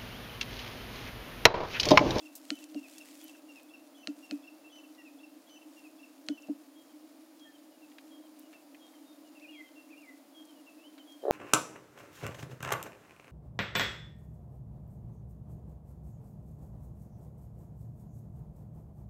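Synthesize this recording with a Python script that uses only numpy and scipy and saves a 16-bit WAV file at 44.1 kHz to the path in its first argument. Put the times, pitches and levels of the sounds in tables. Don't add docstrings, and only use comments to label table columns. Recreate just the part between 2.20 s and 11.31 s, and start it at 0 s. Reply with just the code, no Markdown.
import sys
import numpy as np
from scipy import signal
from scipy.fft import rfft, irfft, next_fast_len
from scipy.io import wavfile
from scipy.ndimage import uniform_filter1d

SR = 44100
rng = np.random.default_rng(int(sys.argv[2]) if len(sys.argv) > 2 else 0)


def to_wav(sig):
    pcm = np.clip(np.atleast_2d(sig), -1, 1) * 32767
    pcm = np.round(pcm).astype(np.int16)
    wavfile.write(sys.argv[1], SR, pcm.T)


N = 401751
TIME = np.arange(N) / SR
TOP_HZ = 15800
BUSH_FADE_S = .45

# pitch_hz, damping_hz, level_db
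THROAT_RINGS = [(450, 60, -8), (560, 85, -4), (680, 110, -13), (1000, 110, -21), (1350, 55, -32),
                (1770, 65, -30), (3400, 250, -38), (3950, 110, -32)]
# time_s, level_db
ROAR_EFFORT = [(9.036, -21.5), (9.099, -12), (9.107, -4.5)]


def elephant(start_s=9.036, rate_hz=62, rise_hz_per_s=223, weak_db=-5, rasp_db=-22, slap_s=.00073):
    elapsed = np.maximum(TIME - start_s, 0)
    slap_count = np.ceil(rate_hz * elapsed + rise_hz_per_s * elapsed ** 2 / 2)
    effort_db = np.interp(TIME, *np.transpose(ROAR_EFFORT))
    effort = undb(effort_db + weak_db * (slap_count % 2))
    t = np.arange(SR // 20) / SR
    push = np.sin(np.pi * np.minimum(t / slap_s, 1)) ** 2
    slaps = signal.fftconvolve(np.diff(slap_count, prepend=0), push / push.sum())[:N]
    airflow = np.clip((TIME - start_s) / .025 + 1, 0, 1) ** 2
    rasp = undb(rasp_db) * rng.standard_normal(N) / np.sqrt(SR / 1000) * airflow
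    throat = 0
    for hz, damping_hz, db in THROAT_RINGS:
        age = 2 * np.pi * damping_hz * t
        throat = throat + undb(db) * swell(age) * np.sin(2 * np.pi * hz * t)
    voice = signal.fftconvolve((slaps + rasp) * effort, throat)[:N]
    return band(voice, low_hz=324, high_hz=4930, order=4)


# start_s, tick_db, thump_db, swell_s
PRESSES = [(.3043, -15.5, -30, 0.014), (.5458, -37.5, -30, 0.016), (1.873, -20, -32, 0.019),
           (2.111, -24.5, -29, .019), (4.0865, -19.5, -27, 0.018), (4.284, -57, -26.5, 0.015)]
# pitch_hz, level_db, fade_s
TICK_RINGS = [(1427, -32.5, 0.1), (1870, -27, 0.02), (2220, -31, 0.026), (3040, -5, 0.0045),
              (4190, -5.5, 0.0074), (4710, -8.5, 0.0035), (6300, -12, 0.0034), (8020, -12.5, 0.0067)]
# pitch_hz, level_db, fade_s
CASING_RINGS = [(145, -24.5, 0.1), (231, -10.5, 0.15), (314, -43, 0.48), (427, -15.5, 0.083),
                (500, -13.5, 0.063), (620, -5, 0.042), (726, -8.5, 0.035)]


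def camera_control(thump_hz=294.3, thump_delay_s=.0069, pitch_sag=.074, rattle_db=-30):
    out, t = np.zeros(N), np.arange(SR // 6) / SR
    for start_s, tick_db, thump_db, swell_s in PRESSES:
        rattle = undb(rattle_db) * rng.standard_normal(len(t)) * fade(t, fade_s=.13)
        tick = band(ring(TICK_RINGS, t) + rattle, low_hz=1280, high_hz=7400, order=4)
        add(out, start_s, undb(tick_db) * tick)
        soft_start = 1 - np.exp(-t / .0057)
        knock = band(ring(CASING_RINGS, t) * soft_start, low_hz=125, high_hz=940, order=3)
        add(out, start_s, undb(thump_db) * knock)
        age = t / swell_s
        sinking_hz = thump_hz * (1 + pitch_sag * (np.exp(-age) - np.exp(-1)))
        thump = swell(age) ** 2.64 * np.sin(2 * np.pi * np.cumsum(sinking_hz) / SR)
        add(out, start_s + thump_delay_s, undb(thump_db) * thump)
    return out


# start_s, level_db, centre_hz, octaves_each_side, fade_s
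LOUD_SNAPS = [(.153, -42, 9000, .84, 0.1), (0.44, -44, 5300, .9, .022), (.782, -46, 6460, .8, 0.04),
              (1.041, -40, 12500, 0.14, .013), (1.432, -54, 11500, 0.6, .013),
              (4.222, -53.5, 6470, 0.27, 0.016), (5.784, -46, 2620, 0.52, 0.032),
              (6.195, -45, 14000, .4, 0.0058), (6.33, -53.5, 1700, 1, .07),
              (6.545, -48.5, 2260, 0.27, 0.033), (8.779, -53, 1900, 0.87, 0.065)]


def snapping_stems(crackle_db=4):
    out, t = np.zeros(N), np.arange(SR // 6) / SR
    for start_s, db, centre_hz, octaves, fade_s in LOUD_SNAPS + faint_snaps():
        fibres = unit(rng.standard_normal(len(t)) * undb(crackle_db * rng.standard_normal(len(t))))
        low_hz, high_hz = centre_hz / 2 ** octaves, min(centre_hz * 2 ** octaves, TOP_HZ)
        burst = band(fibres * fade(t, fade_s), low_hz, high_hz, order=2)
        boost = np.sqrt(SR / 2 / (high_hz - low_hz))
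        add(out, start_s, undb(db) * burst * boost)
    return out


def faint_snaps(count=14, level_db=-58.5, low_hz=1200, high_hz=9000, octaves=.6, fade_s=.038):
    when, pitch = rng.random((count, 2)).T
    starts_s = (np.arange(count) + when) / count * N / SR
    centres_hz = low_hz * (high_hz / low_hz) ** pitch
    return [(start_s, level_db, hz, octaves, fade_s) for start_s, hz in zip(starts_s, centres_hz)]


# peak_s, hold_s, level_db
BRUSH_STROKES = [(0, 0.031, -60), (0.31, 0.11, -61.5), (0.71, 0.42, -60.5), (1.374, 0.024, -68.5),
                 (2.01, 0.17, -67.5), (3.61, 0.041, -66.5), (6.814, .07, -69)]
# pitch_hz, relative_level_db
RUSTLE_TONE = [(100, -48), (1000, -7.5), (2500, 4.5), (4000, 1), (7500, 3), (11500, -1), (13000, -2.5),
               (16000, -6)]


def rustling_grass(rest_db=-74.5, rise_s=.21, fall_s=.05, catches_per_s=70, crackle_db=-4.5):
    contact = undb(rest_db)
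    for peak_s, hold_s, db in BRUSH_STROKES:
        before, after = np.maximum(peak_s - TIME, 0), np.maximum(TIME - peak_s - hold_s, 0)
        contact = np.maximum(contact, undb(db) * np.exp(-before / rise_s - after / fall_s))
    t = np.arange(SR // 6) / SR
    catches = (rng.random(N) < catches_per_s / SR) * rng.random(N)
    bursts = signal.fftconvolve(catches, fade(t, fade_s=.008))[:N]
    crackles = unit(band(bursts * rng.standard_normal(N), low_hz=1500, high_hz=8000, order=1))
    rustle = shaped_noise(RUSTLE_TONE, grain_db=2)
    swish = undb(1.83 * wander(rate_hz=25))
    return (rustle + undb(crackle_db) * crackles) * contact * swish


# delay_s, length_s, first_hz, last_hz, level_db, octave_db
CHATTER_NOTES = [(0, 0.0236, 3250, 3450, -8, -20), (0.086, 0.021, 2746, 2636, -2, -20),
                 (0.136, .025, 2802, 2586, -5, -22), (0.283, 0.039, 2820, 2666, -2.5, -13),
                 (0.351, 0.0408, 2730, 2410, -1.5, -18), (0.486, 0.014, 3330, 3500, -10, -20),
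                 (0.498, 0.023, 2660, 2700, -6.5, -15), (0.532, 0.023, 2795, 2596, 2, -17.5)]
# start_s, level_db, spacing_factor, held_note_db, held_octave_db
CHATTERS = [(-.468, -55, 0.98, -60, -12), (0.286, -54.5, 0.97, -57.5, -13), (0.999, -55, 1.01, -63.5, -8),
            (1.744, -55, 0.99, -65, -6), (2.496, -56.5, 1.005, -57.5, -8), (3.269, -57.5, 1.05, -60.5, -4),
            (4.077, -52.5, 1.12, -61.5, -11)]


def chattering_bird(stop_s=4.35):
    out = np.zeros(N)
    for start_s, db, spacing, held_db, held_octave_db in CHATTERS:
        held = note(length_s=.093, first_hz=3038, last_hz=3004, db=held_db, octave_db=held_octave_db)
        add(out, start_s + .022, held)
        for delay_s, length_s, first_hz, last_hz, note_db, octave_db in CHATTER_NOTES:
            note_s = start_s + spacing * delay_s
            if note_s < stop_s:
                add(out, note_s, note(length_s, first_hz, last_hz, db + note_db, octave_db))
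    return out


# delay_s, length_s, first_hz, last_hz, level_db, octave_db
WHISTLE_NOTES = [(0, 0.03, 3370, 3400, -16, -25), (.02, 0.087, 3285, 3210, 0.5, -12),
                 (.153, .038, 3250, 3040, -3.5, -23)]
CHEW_NOTES = [(-.11, 0.06, 2955, 2800, -9, -25), (0, .036, 2780, 2574, 2.5, -29)]
# start_s, level_db
WHISTLES = [(4.531, -68.5), (5.179, -62.5), (5.883, -66), (6.579, -65.5), (7.3, -62), (8.125, -59.5),
            (8.85, -60.5)]
CHEWS = [(5.618, -66.5), (6.332, -63), (7.151, -63), (8.465, -60.5)]


def whistling_bird():
    out = np.zeros(N)
    for phrase, repeats in (WHISTLE_NOTES, WHISTLES), (CHEW_NOTES, CHEWS):
        for start_s, db in repeats:
            for delay_s, length_s, first_hz, last_hz, note_db, octave_db in phrase:
                add(out, start_s + delay_s, note(length_s, first_hz, last_hz, db + note_db, octave_db))
    return out


# start_s, length_s, first_hz, last_hz, level_db
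SINGLE_NOTES = [(2.442, .049, 2670, 2706, -58), (2.772, .054, 1990, 1840, -65),
                (5.246, .078, 1813, 1747, -64), (6.617, .08, 3730, 3630, -73),
                (6.858, 0.084, 3710, 3656, -68.5), (7.556, 0.065, 2730, 2710, -59),
                (8.579, .064, 2550, 2820, -66), (8.636, 0.048, 2920, 3190, -60),
                (8.793, 0.027, 3200, 2944, -58.5)]
# time_s, pitch_hz, relative_level_db
WARBLE_SHAPE = [(0, 2000, -20), (.029, 2720, -7), (.055, 2380, -1), (.073, 2620, -18), (0.093, 2843, -1),
                (.126, 2700, -14), (.15, 2380, -4.5), (.172, 2130, -11.5), (.207, 2046, 3),
                (.243, 1880, -28)]
# start_s, level_db, length_factor, pitch_factor
WARBLES = [(7.2, -51, 1, 1.008), (7.684, -55.5, 1.03, .985)]


def other_birds():
    out = np.zeros(N)
    for start_s, length_s, first_hz, last_hz, db in SINGLE_NOTES:
        add(out, start_s, note(length_s, first_hz, last_hz, db, octave_db=-28))
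    shape_s, shape_hz, shape_db = np.transpose(WARBLE_SHAPE)
    for start_s, db, length_factor, pitch_factor in WARBLES:
        t = np.arange(0, shape_s[-1], 1 / (SR * length_factor))
        hz = pitch_factor * np.interp(t, shape_s, shape_hz)
        gain = undb(db + np.interp(t, shape_s, shape_db))
        add(out, start_s, bird_tone(hz, gain, octave_db=-32))
    return out


def note(length_s, first_hz, last_hz, db, octave_db, bend=1.265):
    progress = np.linspace(0, 1, int(length_s * SR))
    hz = first_hz + (last_hz - first_hz) * progress ** bend
    arch = np.abs(np.sin(np.pi * progress)) ** .34
    return bird_tone(hz, undb(db) * arch, octave_db)


def bird_tone(hz, gain, octave_db, pitch_waver=.004, flutter_db=1.3):
    tremble = unit(uniform_filter1d(rng.standard_normal(len(hz)), size=130))
    flutter = unit(uniform_filter1d(rng.standard_normal(len(hz)), size=130))
    phase = 2 * np.pi * np.cumsum(hz * (1 + pitch_waver * tremble)) / SR
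    tone = np.sin(phase) + undb(octave_db) * np.sin(2 * phase)
    return np.sqrt(2) * gain * undb(flutter_db * flutter) * tone


def birds_in_bush():
    song = chattering_bird() + whistling_bird() + other_birds()
    return tree_echo(band(song, low_hz=1050, high_hz=6150, order=12), echo_db=-8)


# pitch_hz, rough_width_hz, level_db
HUM_BANDS = [(274.7, 18.3, -63), (305.7, 22.4, -57)]
# pitch_hz, relative_level_db
AIR_TONE = [(25, -52.5), (70, -55), (110, -26.5), (160, -21.5), (215, -10), (290, 6), (375, -21.5),
            (450, -6.5), (520, -6.5), (590, 0), (720, -5.5), (950, -10.5), (1300, -13.5), (1800, -33.5)]
HISS_TONE = [(900, -21), (1500, 2.5), (2200, 0), (3500, -1.5), (5000, -0.5), (6200, -4.5), (7800, -7),
             (8600, -10.5), (9400, -0.5), (11000, -5.5), (12800, -7.5), (13500, -3), (15800, -7.5)]
# pitch_hz, level_db
WHINE_TONES = [(6750, -87), (7125, -85), (13500, -91), (13875, -88), (14250, -85), (14625, -90)]


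def background(air_db=-62, sway_db=.4, hiss_db=-67):
    hum = 0
    for hz, width_hz, db in HUM_BANDS:
        peak = signal.iirpeak(hz, hz / (1.22 * width_hz), fs=SR)
        ringing = signal.lfilter(*peak, rng.standard_normal(N))
        hum = hum + undb(db) * unit(signal.lfilter(*peak, ringing))
    air = shaped_noise(AIR_TONE) * undb(air_db + sway_db * wander(rate_hz=2.71))
    hiss = undb(hiss_db) * shaped_noise(HISS_TONE)
    whine = sum(np.sqrt(2) * undb(db) * np.sin(2 * np.pi * hz * TIME) for hz, db in WHINE_TONES)
    return hum + air + hiss + whine


def tree_echo(x, echo_db):
    t = np.arange(SR // 2) / SR
    tail = rng.standard_normal(len(t)) * fade(t, BUSH_FADE_S) * (t > .008)
    return x + undb(echo_db) * signal.fftconvolve(x, tail / np.linalg.norm(tail))[:N]


def ring(rings, t):
    detunes = 1 + .015 * rng.standard_normal(len(rings))
    return sum(undb(db) * fade(t, fade_s) * np.sin(2 * np.pi * hz * detune * t)
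               for (hz, db, fade_s), detune in zip(rings, detunes))


def shaped_noise(tone, grain_db=0):
    hz, db = np.transpose(tone)
    size = next_fast_len(N)
    all_hz = np.maximum(np.fft.rfftfreq(size, 1 / SR), 1)
    gains = undb(np.interp(np.log(all_hz), np.log(hz), db))
    noise = rng.standard_normal(N) * undb(grain_db * wander(rate_hz=400))
    return unit(irfft(rfft(noise, size) * gains, size)[:N])


def wander(rate_hz):
    step = int(SR / rate_hz)
    stairs = np.repeat(rng.standard_normal(N // step + 1), step)
    return unit(uniform_filter1d(stairs, step)[:N])


def swell(age):
    return age * np.exp(1 - age)


def fade(t, fade_s):
    return np.exp(-np.log(1000) * t / fade_s)


def band(x, low_hz, high_hz, order):
    edges_hz = [low_hz, min(high_hz, SR / 2 - 1)]
    return signal.sosfilt(signal.butter(order, edges_hz, "band", fs=SR, output="sos"), x)


def undb(db):
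    return 10 ** (np.asarray(db) / 20)


def unit(x):
    return x / np.sqrt(np.mean(x ** 2) + 1e-20)


def add(out, start_s, x):
    i = int(round(start_s * SR))
    if 0 <= i < N:
        out[i:i + len(x)] += x[:N - i]


def scene():
    roar = tree_echo(elephant(), echo_db=-6)
    mix = roar + camera_control() + snapping_stems() + rustling_grass() + birds_in_bush() + background()
    return mix[None]


def record(dry):
    return signal.sosfilt(signal.ellip(10, .2, 70, TOP_HZ, fs=SR, output="sos"), dry)


dry = scene()
out = record(dry)
to_wav(out)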